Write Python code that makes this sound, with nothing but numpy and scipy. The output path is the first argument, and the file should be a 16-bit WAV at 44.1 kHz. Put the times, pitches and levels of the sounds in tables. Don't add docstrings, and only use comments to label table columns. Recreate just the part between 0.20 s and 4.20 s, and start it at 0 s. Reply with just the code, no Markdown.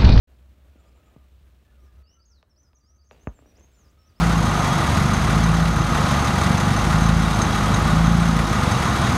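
import sys
import numpy as np
from scipy import signal
from scipy.fft import rfft, irfft
from scipy.io import wavfile
from scipy.ndimage import uniform_filter1d

SR = 44100
rng = np.random.default_rng(int(sys.argv[2]) if len(sys.argv) > 2 else 0)


def generate_wav(signal):
    frames = np.transpose(np.atleast_2d(signal))
    scaled = np.clip(frames, -1, 1) * 32767
    pcm = np.round(scaled).astype(np.int16)
    wavfile.write(sys.argv[1], SR, pcm)


N = 176400
T = np.arange(N) / SR

# (t/s, f/Hz)
WHISTLES = [ (-77, [(.65, 7200), (.658, 4550), (.698, 5230)]), (-80, [(1.595, 5270), (1.63, 6160),
            (1.668, 5300), (1.708, 4870)]), (-78, [(1.78, 6150), (1.81, 5700)]), (-66, [(1.83, 4510),
            (1.85, 4550), (1.932, 6080), (1.952, 6100)]), (-67.5, [(1.989, 4670), (2.008, 4520),
            (2.028, 5220), (2.046, 4160)]), (-65, [(2.048, 4300), (2.056, 6730), (2.103, 6080),
            (2.14, 4650), (2.2, 3620)]), (-69.5, [(2.294, 6240), (2.301, 5540), (2.335, 5130)]),
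            (-68, [(2.352, 3900), (2.382, 5900), (2.421, 6150)]), (-71.5, [(2.428, 7380), (2.438, 5620),
            (2.465, 5000), (2.497, 4960)]), (-68, [(2.547, 6700), (2.578, 5630), (2.592, 7900)]),
            (-70, [(2.6, 6150), (2.612, 4690), (2.632, 4550), (2.72, 6100), (2.744, 6040)]),
            (-75.5, [(2.657, 6400), (2.677, 6700)]), (-71, [(2.747, 6100), (2.776, 6450)]),
            (-67.5, [(2.782, 4720), (2.802, 4550), (2.818, 5110), (2.835, 4340)]), (-74, [(2.832, 5200),
            (2.85, 6550), (2.895, 6050)]), (-75, [(2.858, 4500), (2.882, 6600)]), (-66.5, [(2.888, 7360),
            (2.895, 6100), (2.91, 5550), (2.935, 7900)]), (-72, [(2.92, 5100), (2.985, 3760)]),
            (-69, [(2.995, 6000), (3.03, 6430), (3.048, 7300)]), (-68, [(3.063, 7330), (3.076, 6380),
            (3.105, 6350)]), (-70, [(3.132, 8500), (3.146, 7600), (3.178, 7100), (3.21, 7750)]),
            (-69.5, [(3.26, 5740), (3.294, 5900), (3.312, 5360)]), (-68.5, [(3.353, 4670), (3.369, 5450),
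            (3.383, 7550)]), (-67, [(3.393, 7950), (3.401, 6030), (3.47, 6700)]), (-70.5, [(3.514, 8300),
            (3.532, 7300), (3.588, 7030), (3.615, 6280), (3.675, 4600)]), (-74, [(3.535, 4650),
            (3.565, 6150), (3.6, 6200)]), (-70.5, [(3.678, 4500), (3.69, 5260), (3.718, 8300)]),
            (-66.5, [(3.785, 5440), (3.836, 5370)]), (-69, [(3.838, 5150), (3.873, 6170), (3.893, 4950),
            (3.912, 4300)]), (-67.5, [(3.95, 4300), (3.975, 5360), (4.01, 5450)])]
# t/s, level/dB
PEEPS = [(0.577, -78), (.652, -79.5), (.743, -79.5), (.84, -82)]
# t/s from its start, f/Hz
PEEP_PATH = [(0, 6760), (.025, 7230), (.055, 7130)]
THROAT_HZ, THROAT_WIDTH_HZ = 6050, 2950
ECHO_S, ECHO_DB, NEEDLES_DB = 0.026, -19.5, -5


def small_birds():
    song = np.zeros(N)
    for db, path in WHISTLES:
        add(song, path[0][0], note(path, db))
    song = resonance(song, THROAT_HZ, THROAT_WIDTH_HZ)
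    upper_voice = [(t, hz * 1.16) for t, hz in PEEP_PATH]
    for start, db in PEEPS:
        add(song, start, note(PEEP_PATH, db, trill_hz=200))
        add(song, start, note(upper_voice, db - 8.5, crest=0.57))
    buzz = note([(0, 2790), (0.125, 2980)], db=-77, crest=0.89, trill_hz=90)
    add(song, 1.85, buzz)
    echo = from_db(ECHO_DB) * np.interp(T - ECHO_S, T, song)
    return song + echo + from_db(NEEDLES_DB) * scatter(song, t60_s=0.34)


GLIDE_S, NOTE_EDGE_S, TRILL_RATE_HZ = 0.009, 0.0033, 82
QUAVER_SHARE, FLUTTER_DB = 0.0058, 3


def note(path, db, crest=0.61, trill_hz=0, swell_db=4):
    t = np.arange(0, max(path[-1][0] - path[0][0], .01), 1 / SR)
    hz = uniform_filter1d(curve(path, t + path[0][0]), int(GLIDE_S * SR), mode="nearest")
    hz *= 1 + QUAVER_SHARE * drift(100, len(t))
    hz += trill_hz * np.sin(2 * np.pi * TRILL_RATE_HZ * t)
    swell = np.interp(t / t[-1], [0, crest, 1], [-swell_db, 0, -swell_db])
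    gain = from_db(db + swell + FLUTTER_DB * drift(60, len(t)))
    edges = np.sin(np.pi / 2 * np.clip(np.minimum(t, t[-1] - t) / NOTE_EDGE_S, 0, 1))
    return np.sqrt(2) * edges * gain * sine(hz)


# t/s, level/dB, length/s
FAR_CALLS = [(0.531, -77, 0.54), (1.52, -77.5, 0.36), (2.439, -82, 0.53), (3.53, -77, 0.52)]
# t/s from its start, f/Hz
FAR_PATH = [(0, 1467), (.04, 1420), (.08, 1216), (.21, 1201), (.255, 1280), (.38, 1254), (.55, 1175)]
# t/s, level/dB, f/Hz
FAR_PIPS = [(1.45, -77, 1770), (1.67, -77, 1690), (1.945, -73, 1364), (2.099, -76, 1400)]
PIP_S, PIP_SAG_HZ, VALLEY_DB = 0.067, 40, -5.5


def far_bird():
    calls = np.zeros(N)
    for start, db, length in FAR_CALLS:
        path = [(t, curve(FAR_PATH, t)) for t in T[:int(length * SR):SR // 100]]
        add(calls, start, note(path, db, swell_db=1))
    for start, db, hz in FAR_PIPS:
        add(calls, start, note([(0, hz), (PIP_S, hz - PIP_SAG_HZ)], db))
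    return calls + from_db(VALLEY_DB) * scatter(calls, t60_s=0.26)


# t/s, level/dB before filtering, settling f/Hz, treble limit f/Hz
KNOCKS = [(.557, -49.5, 152, 1190), (0.9627, -40.5, 100, 1290), (2.2278, -49, 300, 6130),
          (2.532, -57.5, 300, 5900), (2.911, -39, 248, 4530), (3.0718, -21.5, 34.3, 2690),
          (3.19, -46.5, 220, 2770), (3.223, -48, 219, 1400), (3.258, -48, 225, 1990)]
# f/Hz, width/Hz, level/dB relative to the knocks
CASE_MODES = [(224, 65, -11), (592, 60, -3), (1194, 37, -3), (2590, 210, -2.5)]
SWEEP_START_S, SWEEP_CYCLES_PER_HZ = 0.00015, 0.0001803
THUD_DECAY_S, THUD_AT_HZ, THUD_POWER = 0.0064, 150, 0.76
RATTLE_DB, RATTLE_BAND_HZ = -10, (220, 1580)


def knocks():
    hits, t = np.zeros(N), T[:SR // 5]
    for start, db, hz, top_hz in KNOCKS:
        sweep_hz = SWEEP_CYCLES_PER_HZ * top_hz / (t + SWEEP_START_S)
        decay_s = THUD_DECAY_S * (THUD_AT_HZ / hz) ** THUD_POWER
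        thud = sine(hz + sweep_hz) * np.exp(-t / decay_s)
        lowpass = signal.butter(8, top_hz, fs=SR, output="sos")
        add(hits, start, from_db(db) * signal.sosfilt(lowpass, thud))
    rattle_band = signal.butter(2, RATTLE_BAND_HZ, "band", fs=SR, output="sos")
    hits += from_db(RATTLE_DB) * signal.sosfilt(rattle_band, scatter(hits, t60_s=0.15))
    return hits + sum(from_db(db) * resonance(hits, hz, width) for hz, width, db in CASE_MODES)


# t/s, level/dB
GRIP_LEVEL = [(0, -68), (.45, -76.5), (.58, -66.5), (.95, -66), (1.05, -80), (1.8, -73.5), (2.2, -85),
              (2.895, -96), (2.915, -55.5), (3.06, -67.5), (3.33, -67), (3.41, -58.5), (3.5, -75)]
# f/Hz, relative level/dB
RUSTLE_SPECTRUM = [(60, -21), (200, 3.5), (600, 1), (1200, -13), (2800, -11.5), (4200, -26.5), (9000, -43)]
SLIPS_PER_S = 1500


def hand_rustle():
    slips = (rng.random(N) < SLIPS_PER_S / SR) * rng.standard_normal(N)
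    return from_db(curve(GRIP_LEVEL)) * coloured(slips, RUSTLE_SPECTRUM)


# t/s, level/dB
DRONE_LEVEL = [(.75, -55), (.92, -66), (1.05, -50), (1.45, -60.5), (1.6, -52.5), (1.82, -51), (1.95, -66),
               (2.18, -57), (2.28, -73), (2.7, -62), (3.4, -58), (4, -71)]
DRONE_HZ, DRONE_WANDER, DRONE_THROB_DB = 64.1, 0.052, 1.5


def drone():
    tone = sine(DRONE_HZ * (1 + DRONE_WANDER * drift(12.1)))
    return from_db(curve(DRONE_LEVEL) + DRONE_THROB_DB * drift(17)) * rms_one(tone)


# f/Hz, relative level/dB
AIR_SPECTRUM = [(20, -26), (45, -1), (75, 7), (110, -4.5), (200, -10), (400, -16), (460, -20.5), (600, -16),
                (820, -25), (1200, -22.5), (1700, -26.5), (3000, -41.5)]
# f/Hz, relative level/dB
HISS_SPECTRUM = [(300, -12), (2500, 12), (3900, 9.5), (4700, 4), (9000, 0), (10400, -6.5), (12000, -0.5)]
AIR_DB, HISS_DB = -59.5, -73.5
SUPPRESSOR_START_S, SUPPRESSOR_END_S, SUPPRESSOR_FADE_S = 1.83, 2.908, 0.008
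SUPPRESSOR_AIR_DB, SUPPRESSOR_HISS_DB = -5.5, -12.5


def air_and_hiss():
    suppressor_on = (T > SUPPRESSOR_START_S) & (T < SUPPRESSOR_END_S)
    suppression = uniform_filter1d(suppressor_on.astype(float), int(SUPPRESSOR_FADE_S * SR))
    air_gain = from_db(AIR_DB + SUPPRESSOR_AIR_DB * suppression + 1.82 * drift(17.8))
    air = air_gain * coloured(rng.standard_normal(N), AIR_SPECTRUM)
    hiss_gain = from_db(HISS_DB + SUPPRESSOR_HISS_DB * suppression + 1.4 * drift(99))
    hiss = hiss_gain * coloured(rng.standard_normal(N), HISS_SPECTRUM)
    return air + hiss


def from_db(db):
    return 10 ** (np.asarray(db) / 20)


def rms_one(x):
    return x / np.sqrt(np.mean(x ** 2) + 1e-20)


def curve(rows, t=T):
    return np.interp(t, *np.transpose(rows))


def sine(hz):
    return np.sin(2 * np.pi * np.cumsum(hz) / SR)


def drift(rate_hz, size=N):
    pole = np.exp(-2 * np.pi * rate_hz / SR)
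    wander = signal.lfilter([1], [1, -2 * pole, pole * pole], rng.standard_normal(size + SR))
    return rms_one(wander[SR // 2:])[-size:]


def coloured(x, spectrum):
    hz, db = np.transpose(spectrum)
    bins = np.maximum(np.fft.rfftfreq(N, 1 / SR), 1)
    gain = from_db(np.interp(np.log(bins), np.log(hz), db))
    return rms_one(irfft(rfft(x) * gain, N))


def resonance(x, hz, width_hz):
    return signal.lfilter(*signal.iirpeak(hz, hz / width_hz, fs=SR), x + 1e-18)


def scatter(x, t60_s):
    tail = rng.standard_normal(SR) * from_db(-60 * T[:SR] / t60_s)
    return signal.fftconvolve(x, tail / np.linalg.norm(tail))[:N]


def add(out, start, x):
    i = int(np.clip(start * SR, 0, N))
    out[i:i + len(x)] += x[:N - i]


def scene():
    return (air_and_hiss() + drone() + hand_rustle() + knocks() + far_bird() + small_birds())[None]


OPENS_S, FADE_IN_S, CUTOFF_HZ = 0.072, 0.0071, 15750


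def record(dry):
    opened = dry * np.clip((T - OPENS_S) / FADE_IN_S, 0, 1)
    return signal.sosfilt(signal.ellip(12, .1, 70, CUTOFF_HZ, fs=SR, output="sos"), opened)


dry = scene()
out = record(dry)
generate_wav(out)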